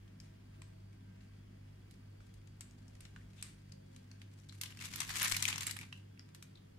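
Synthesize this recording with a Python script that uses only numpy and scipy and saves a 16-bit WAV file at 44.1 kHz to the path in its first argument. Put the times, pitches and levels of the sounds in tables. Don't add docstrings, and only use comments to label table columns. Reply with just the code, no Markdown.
import sys
import numpy as np
from scipy import signal
from scipy.fft import rfft, irfft, next_fast_len
from scipy.io import wavfile

SR = 44100
rng = np.random.default_rng(int(sys.argv[2]) if len(sys.argv) > 2 else 0)


def wav_record(signal):
    frames = np.transpose(np.atleast_2d(signal))
    bounded = np.clip(frames, -1, 1)
    quanta = np.round(bounded * 32767).astype(np.int16)
    wavfile.write(sys.argv[1], SR, quanta)


N = 299259
TIME = np.arange(N) / SR


def from_db(db):
    return np.exp(np.asarray(db) * np.log(10) / 20)


def unit_rms(x):
    return x / np.sqrt(np.mean(x ** 2) + 1e-20)


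def automation(rows):
    times, *columns = np.transpose(rows)
    return [np.interp(TIME, times, column) for column in columns]


def at_hz(points, hz):
    freqs, values = np.transpose(points)
    return np.interp(np.log(hz), np.log(freqs), values)


def drift(rate_hz):
    hop, run_in = 40, 2000
    r = np.exp(-2 * np.pi * rate_hz * hop / SR)
    slow = signal.lfilter([1], [1, -2 * r, r * r], rng.standard_normal(N // hop + run_in + 2))[run_in:]
    return np.interp(np.arange(N) / hop, np.arange(len(slow)), unit_rms(slow))


def butter(x, hz, kind="low", order=2):
    return signal.sosfilt(signal.butter(order, hz, kind, fs=SR, output="sos"), x)


def resonate(x, hz, width_hz):
    r = np.exp(-np.pi * width_hz / SR)
    poles = [1, -2 * r * np.cos(2 * np.pi * hz / SR), r * r]
    return signal.lfilter(np.array([1, 0, -1]) * (1 - r * r) / 2, poles, x)


def ring(x, hz, width_hz):
    return unit_rms(resonate(resonate(x, hz, width_hz), hz, width_hz))


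def eq(x, curve):
    size = next_fast_len(x.shape[-1], real=True)
    hz = np.maximum(np.fft.rfftfreq(size, 1 / SR), 1)
    return irfft(rfft(x, size) * from_db(at_hz(curve, hz)), size)[..., :x.shape[-1]]


def tilt(x, tilt_db, pivot_hz=4500):
    return from_db(-tilt_db / 2) * butter(x, pivot_hz) - from_db(tilt_db / 2) * butter(x, pivot_hz, "high")


def pan(left_db):
    return from_db([[left_db / 2], [-left_db / 2]])


def stereo(mid, side, correlation):
    correlation = np.clip(correlation, -.999, .999)
    mid, side = np.sqrt(1 + correlation) * mid, np.sqrt(1 - correlation) * side
    return np.array([mid + side, mid - side])


def stereo_noise(correlation):
    return stereo(*rng.standard_normal((2, N)), correlation)


def noise_bands(noise, bands, waver_db):
    return sum(from_db(level_db + waver_db * drift(1.6)) * ring(noise, hz, width_hz)
               for hz, width_hz, level_db in bands)


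# f/Hz, level/dB
AIR_EQ = [(11, -56), (20, -16), (45, -20.5), (72, -24), (88, -7), (125, -9), (190, -10.5), (225, -18.5),
          (330, -15), (520, -26.5), (700, -27.5), (1600, -31.5), (3900, -36.5), (9000, -44), (16000, -47)]
# f/Hz, left-right correlation
AIR_IMAGE = [(60, 0.99), (130, 1), (290, 0.56), (640, -0.61), (1400, 0.092), (15000, -0.24)]


def room_air(level_db=-64.5):
    size = next_fast_len(N, real=True)
    hz = np.maximum(np.fft.rfftfreq(size, 1 / SR), 1)
    mid, side = rfft(rng.standard_normal((2, size))) * from_db(at_hz(AIR_EQ, hz))
    bed = irfft(stereo(mid, side, at_hz(AIR_IMAGE, hz)), size)[:, :N]
    return from_db(level_db + .5 * drift(0.98)) * unit_rms(bed)


# f/Hz, level/dB
WHIRR_EQ = [(200, -33), (400, -10), (650, -11), (1600, 2.5), (2800, 6), (4100, -31), (4650, -5.5),
            (5600, -6), (9300, -20), (12000, -44)]
# f/Hz, width/Hz, level/dB
WHIRR_WHISTLES = [(639, 8.4, -82.5), (952, 32, -84.5), (1578, 7.3, -88), (3180, 130, -92),
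                  (3380, 17, -90.5), (4600, 280, -90.5), (4600, 28, -90), (9000, 250, -92.5)]


def fridge_whirr(level_db=-79.5, lag_samples=26):
    broad = from_db(level_db + 1.1 * drift(1.7)) * unit_rms(eq(rng.standard_normal(N), WHIRR_EQ))
    whirr = broad + noise_bands(rng.standard_normal(N), WHIRR_WHISTLES, waver_db=1.5)
    return np.array([whirr, np.roll(whirr, lag_samples)])


# t/s, level/dB
HUM_RIDE = [(0, -58), (2, -58), (4, -58.5), (5.1, -58.5), (5.3, -51.5), (5.6, -56.5), (5.95, -59),
            (6.2, -57.5), (6.79, -61)]
# harmonic number, level/dB, waver/dB, left phase lead/rad
SHAFT_TONES = [(1, -69.5, 1.5, 0.061), (3, -66, 2.5, 0.066), (4, -72, 3.5, 0.08), (5, -81.5, 1.5, 0.84),
               (6, -79.5, 2.5, 2.24), (8, -92, -1, 3.1), (9, -82, 4.5, 3.16), (11, -82, -5, 3.04)]
# t/s, shaft fundamental trim/dB, rumble level/dB
LOW_END_RIDE = [(0, 3.5, -70.5), (2.5, -0.5, -67), (3.4, 3.5, -64.5), (3.8, -1, -78.5), (5.2, -13, -65.5),
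                (6.0, -5, -86), (6.79, -20, -72)]
# f/Hz, width/Hz, level/dB
LOW_DRONES = [(60.4, 9.8, -75), (185.45, 10, -70), (242.5, 7.1, -74), (256.5, 8.4, -73.5)]


def fridge_hum(hum_hz=100.0, shaft_hz=49.3):
    hum_db = automation(HUM_RIDE)[0] + 1.77 * drift(2.4)
    hum = from_db(hum_db) * np.sin(2 * np.pi * hum_hz * TIME)
    tones = np.array([hum, hum])
    trim_db, rumble_db = automation(LOW_END_RIDE)
    shaft_angle = 2 * np.pi * np.cumsum(shaft_hz + 0.14 * drift(1.33)) / SR
    for harmonic, level_db, waver_db, lead in SHAFT_TONES:
        gain = from_db(level_db + (trim_db if harmonic == 1 else 0) + waver_db * drift(2.6))
        phase = harmonic * shaft_angle + rng.uniform(0, 2 * np.pi)
        tones += gain * np.sin([phase + lead, phase])
    rumble = from_db(rumble_db) * unit_rms(resonate(stereo_noise(0.96), hz=40, width_hz=22))
    drones = noise_bands(stereo_noise(1.0), LOW_DRONES, waver_db=1.0)
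    return np.sqrt(2) * tones + rumble + drones


# t/s, peak level/dB, f/Hz, t60/s
AIR_PUSHES = [(5.32, -45, 22, .16)]


def arm_movement(rest_db=-73, moving_db=-59):
    ride_db = np.interp(TIME, [4.5, 4.8, 5.8, 6.0], [rest_db, moving_db, moving_db, rest_db])
    out = from_db(ride_db) * unit_rms(butter(stereo_noise(0.7), [84.6, 216], "band"))
    for start, peak_db, hz, t60 in AIR_PUSHES:
        age = np.maximum(TIME - start, 0)
        out += from_db(peak_db - 60 * age / t60) * np.sin(2 * np.pi * hz * age)
    return out


def kitchen_reverb(mono, t60=0.32, treble_t60=0.069, wall_cut_hz=11500):
    t = np.arange(SR // 2) / SR
    noise = rng.standard_normal((2, len(t)))
    dull = butter(noise, wall_cut_hz, order=1)
    tail = dull * from_db(-60 * t / t60) + (noise - dull) * from_db(-60 * t / treble_t60)
    tail *= np.clip((t - .003) / 0.0019, 0, 1)
    tail /= np.sqrt(np.sum(tail ** 2) / 2)
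    return signal.fftconvolve(np.tile(mono, (2, 1)), tail, axes=1)[:, :N]


# f/Hz, level/dB
FILM_EQ = [(300, -13), (600, -18), (950, -5.5), (2100, 1), (3300, -4.5), (5500, -6.5), (8000, -7.5),
           (11000, -11), (14600, -16.5), (16000, -60)]
BAG_CORRELATION, BAG_LEFT_DB = 0.13, 4


def film_tone(noise):
    return unit_rms(eq(noise, FILM_EQ))


def decaying_power(times, levels_db, t60):
    hits = np.zeros(N)
    hits[(times * SR).astype(int)] = from_db(levels_db) ** 2
    return signal.lfilter([1], [1, -from_db(-120 / (t60 * SR))], hits + 1e-18)


# t/s, level/dB
SKIN_SLIDES = [(0.23, -69.5), (0.63, -73), (0.93, -86), (1.21, -74), (2.2, -73), (3.01, -67.5), (3.36, -65),
               (3.43, -60.5), (5.96, -78)]


def film_whisper(slide_rise_s=0.015, relax_db=-27.5, long_snap_ms=4.3):
    times, snap_db, *_, length_ms = np.transpose(CREASE_SNAPS)
    after_db = snap_db + relax_db + 20 * np.log10(np.minimum(length_ms / long_snap_ms, 1))
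    relaxing = decaying_power(times, after_db, t60=0.43)
    pole = np.exp(-1 / (slide_rise_s * SR))
    sliding = decaying_power(*np.transpose(SKIN_SLIDES), t60=0.28)
    sliding = signal.lfilter([1 - pole], [1, -pole], sliding)
    hiss = tilt(film_tone(stereo_noise(BAG_CORRELATION)), 0)
    return np.sqrt(sliding + relaxing) * pan(BAG_LEFT_DB) * hiss


# t/s, level/dB, treble tilt/dB
RUSTLE_RIDE = [(0, -91, -17), (2.9, -80.5, -1), (4.25, -79.5, 2), (4.58, -73.5, 9), (4.7, -66, -6),
               (4.84, -50.5, 4), (4.9, -61.5, 2), (5.0, -49.5, 0), (5.07, -56, 5), (5.19, -43, -2),
               (5.245, -38, -6.5), (5.29, -46, 15), (5.4, -53.5, -3), (5.6, -53.5, -7), (5.65, -52, -3),
               (5.7, -48, -1), (5.75, -78, 3), (5.83, -59.5, -17), (5.89, -88, -5), (6.79, -85, -4)]


def bag_rustle(base_creases_per_s=330, decay_ms=3.7):
    level_db, tilt_db = automation(RUSTLE_RIDE)
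    sizes = from_db(1.85 * np.minimum(rng.exponential(1, N), 4))
    triggers = rng.random(N) < base_creases_per_s * from_db(3.0 * drift(25)) / SR
    pole = np.exp(-1000 / SR / decay_ms)
    puffs = signal.lfilter([1], [1, -pole], sizes * triggers + 1e-18)
    crackle = film_tone(puffs * stereo_noise(BAG_CORRELATION))
    return from_db(level_db) * pan(BAG_LEFT_DB) * tilt(crackle, tilt_db)


# t/s, level/dB, facet f/Hz, noise share/dB, treble tilt/dB, length/ms
CREASE_SNAPS = [(0.077, -66.5, 3280, -3, -11, 5.4), (0.201, -45.5, 4900, -3.5, 8, 1.7),
                (0.617, -53, 1050, -3, -12, 2.1), (0.618, -58, 2800, -8, 0, 1.7),
                (0.6188, -47.5, 7340, -2, -10, 2.1), (0.929, -65, 2380, -1, -1, 3.3),
                (1.2058, -66, 1980, 0, -22, 9.4), (1.9098, -54.5, 7900, -0.5, 9, 4),
                (1.9398, -61, 5600, 0, 6, 2.5), (2.2036, -57.5, 1430, -8, -12, 3.5),
                (2.2661, -67, 7850, 0, 15, 5.5), (2.3394, -59, 7960, -0.5, 29, 4.3),
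                (2.4723, -61.5, 2000, 0, 1, 4.8), (2.6083, -32, 7400, -5.5, 7, 1),
                (2.7098, -57, 5560, -1.5, 6, 2.1), (2.88, -60, 5160, -2, 13, 3),
                (2.9511, -60, 2360, 0, 1, 5.5), (3.005, -50, 7400, -2.5, 9, 6.4),
                (3.0513, -51.5, 2200, 0, -9, 5.4), (3.1613, -44.5, 1420, -5.5, -39, 2.45),
                (3.211, -64.5, 1980, -7, -15, 7.5), (3.332, -64, 2830, 0, -4, 5.1),
                (3.373, -65.5, 3500, -20, -1, 52), (3.376, -70, 2700, -17, -5, 40),
                (3.412, -58, 6200, -3, 0, 4.3), (3.425, -32.5, 8200, -4.5, 14, 3.25),
                (3.7202, -51.5, 4500, -3, 5, 4.5), (3.9619, -52, 7750, 0, 3, 4.2),
                (4.1137, -51.5, 4600, -3.5, -7, 3.7), (4.2163, -49, 2700, -0.5, -7, 3.1),
                (4.3996, -60, 5660, -4, 6, 1.9), (4.4881, -54, 4760, 0, 10, 2.6),
                (4.4934, -50, 3740, -9, -4, 5.3), (4.524, -48.5, 1410, -0.5, 2, 1.7),
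                (4.585, -63, 8000, 0, 4, 3), (4.6123, -34, 7400, 0, 22, 5.8),
                (4.6343, -35, 3730, 0, 5.5, 3.5), (4.6568, -48.5, 3070, -1.5, 3, 9),
                (4.7222, -49, 2880, -23, -1, 2.1), (4.7715, -49, 4670, -1, -1, 3.9),
                (4.7895, -49.5, 2810, -1.5, -1, 5.8), (4.8093, -44, 2280, -0.5, -5, 8.6),
                (4.8222, -41.5, 6730, -1, -12, 3.6), (4.8535, -44, 6730, 0, 13, 5),
                (4.8784, -53, 2460, -5, 10, 5.9), (4.9363, -42, 3970, 0, -3, 6.3),
                (4.958, -36, 9200, -0.5, 17, 4.6), (5.003, -30.5, 6730, 0, 12, 3.9),
                (5.0158, -35.5, 4640, 0, -20, 5.2), (5.0916, -39, 7900, 0, 0, 6.7),
                (5.1029, -37, 2350, 0, -11, 5.7), (5.1388, -44, 5600, 0, 7, 6.3),
                (5.1625, -33.5, 6800, -2.5, 3, 3), (5.168, -42.5, 8000, 0, 19, 8.2),
                (5.1853, -32, 8100, 0, 9, 1.8), (5.198, -31, 6800, 0, 4, 2.5),
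                (5.2174, -30.5, 1590, -1, 22, 5.4), (5.228, -26, 11800, -5, -17, 4.5),
                (5.2369, -32.5, 9100, -2, -1, 25), (5.245, -35, 5600, -11, 2, 5.9),
                (5.2565, -31.5, 2330, 0, -36, 5.7), (5.264, -34.5, 2290, 3, -28, 2.9),
                (5.2802, -37, 6900, -3, -15, 4.1), (5.3124, -33, 7500, -1.5, -1.5, 12),
                (5.3208, -26, 7400, 0, 4, 3.3), (5.3414, -35, 2240, -10, 5, 9.1),
                (5.355, -42, 2070, -16, 14, 6.1), (5.3652, -28, 7650, 0, 8, 5.2),
                (5.402, -41, 7400, -15, 0, 2.8), (5.4237, -27, 7400, 0, 10.5, 5.4),
                (5.44, -34, 8000, -1, 4, 3.4), (5.453, -19.5, 2600, -7, 11, 1.24),
                (5.479, -28.5, 5800, -2.5, -3, 4.4), (5.484, -29, 6500, -0.5, 1, 6.5),
                (5.499, -39, 2340, 0, -1, 11), (5.5204, -38, 2380, -12, -8, 1.4),
                (5.5271, -30, 2800, -5, -12, 3), (5.5582, -35, 5550, -2, -14, 3.4),
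                (5.5797, -33.5, 5250, -0.5, 2, 5.1), (5.607, -35, 6730, 0, 4, 4.9),
                (5.6185, -39.5, 6600, -2, -5, 10.4), (5.631, -37, 8000, 0, 7, 4.5),
                (5.666, -31, 7600, -5.5, 5, 6.7), (5.6797, -43, 6700, -4, 1, 3.6),
                (5.695, -39, 2360, -8, -15, 2.8), (5.7095, -33.5, 6800, -0.5, 20, 4.2),
                (5.7648, -41, 9000, -1.5, -14, 7.1), (5.7884, -35.5, 2230, -6, 21, 1.6),
                (5.8111, -41.5, 2450, -6, 17, 3), (5.83, -51, 2440, -6, 6, 4.2),
                (5.888, -64, 6700, -3, -11, 1.8), (5.9252, -43, 2760, -3.5, -20, 6),
                (5.9737, -66, 2830, 1, 14, 6.4), (6.1747, -59, 2430, -9, -7, 2.9),
                (6.194, -43, 4770, -4.5, -25, 1.4), (6.289, -60, 1390, 0, -18, 3.1),
                (6.3476, -44, 7100, 0, 4.5, 1.76), (6.4248, -45, 6840, 0, 10, 3.5),
                (6.5525, -60, 3800, -10, -10, 9.8), (6.57, -65.5, 3420, -5, -18, 14)]


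def crease_snaps(facet_q=3.2, trim_db=-0.5, pan_spread_db=4):
    size = 2048
    ms = np.arange(size) * 1000 / SR
    out = np.zeros((2, N + size))
    noises = rng.standard_normal((len(CREASE_SNAPS), 2, size))
    pans_db = BAG_LEFT_DB + pan_spread_db * rng.standard_normal(len(CREASE_SNAPS))
    for cue, noise, left_db in zip(CREASE_SNAPS, noises, pans_db):
        start, level_db, hz, share_db, tilt_db, length_ms = cue
        attack = np.minimum(ms / (0.26 + 0.22 * length_ms), 1)
        burst = attack * np.exp(-(ms / max(length_ms, .5)) ** 3)
        settling = 0.66 * np.exp(-ms / 9.1)
        white = stereo(*noise, BAG_CORRELATION)
        low_cut_hz = 1100 * 2 ** (-0.6 * (level_db + 50.5) / 10)
        thin = butter(white, np.clip(low_cut_hz, 200, 3000), "high")
        crack = unit_rms((burst + settling) * tilt(film_tone(thin), tilt_db))
        width_hz = hz / facet_q * from_db(0.24 * min(share_db, 0))
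        facet = ring(burst * white, hz, width_hz)
        share = min(from_db(share_db), 1)
        snap = np.sqrt(np.mean(burst ** 2)) * (share * crack + np.sqrt(1 - share ** 2) * facet)
        at = round(start * SR)
        out[:, at:at + size] += from_db(level_db + trim_db) * snap * pan(left_db)
    return out[:, :N]


def piping_bag(lift_s=4.55, far_top_hz=12000):
    bag = crease_snaps() + bag_rustle() + film_whisper()
    return np.where(TIME < lift_s, butter(bag, far_top_hz), bag)


# f/Hz, left minus right/dB
MIC_IMAGE = [(60, 16), (1300, -5), (2400, -1), (8000, 2.5), (11000, -3), (15000, -12)]


def close_mics(bag):
    left = eq(bag[0], [(hz, db / 2) for hz, db in MIC_IMAGE])
    right = eq(bag[1], [(hz, -db / 2) for hz, db in MIC_IMAGE])
    return np.array([left, right])


def scene():
    bag = piping_bag()
    room = from_db(-7.5) * kitchen_reverb(bag.mean(axis=0))
    return close_mics(bag) + room + arm_movement() + fridge_hum() + fridge_whirr() + room_air()


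def record(dry):
    return signal.sosfilt(signal.cheby2(12, 70, 17000, fs=SR, output="sos"), dry)


dry = scene()
out = record(dry)
wav_record(out)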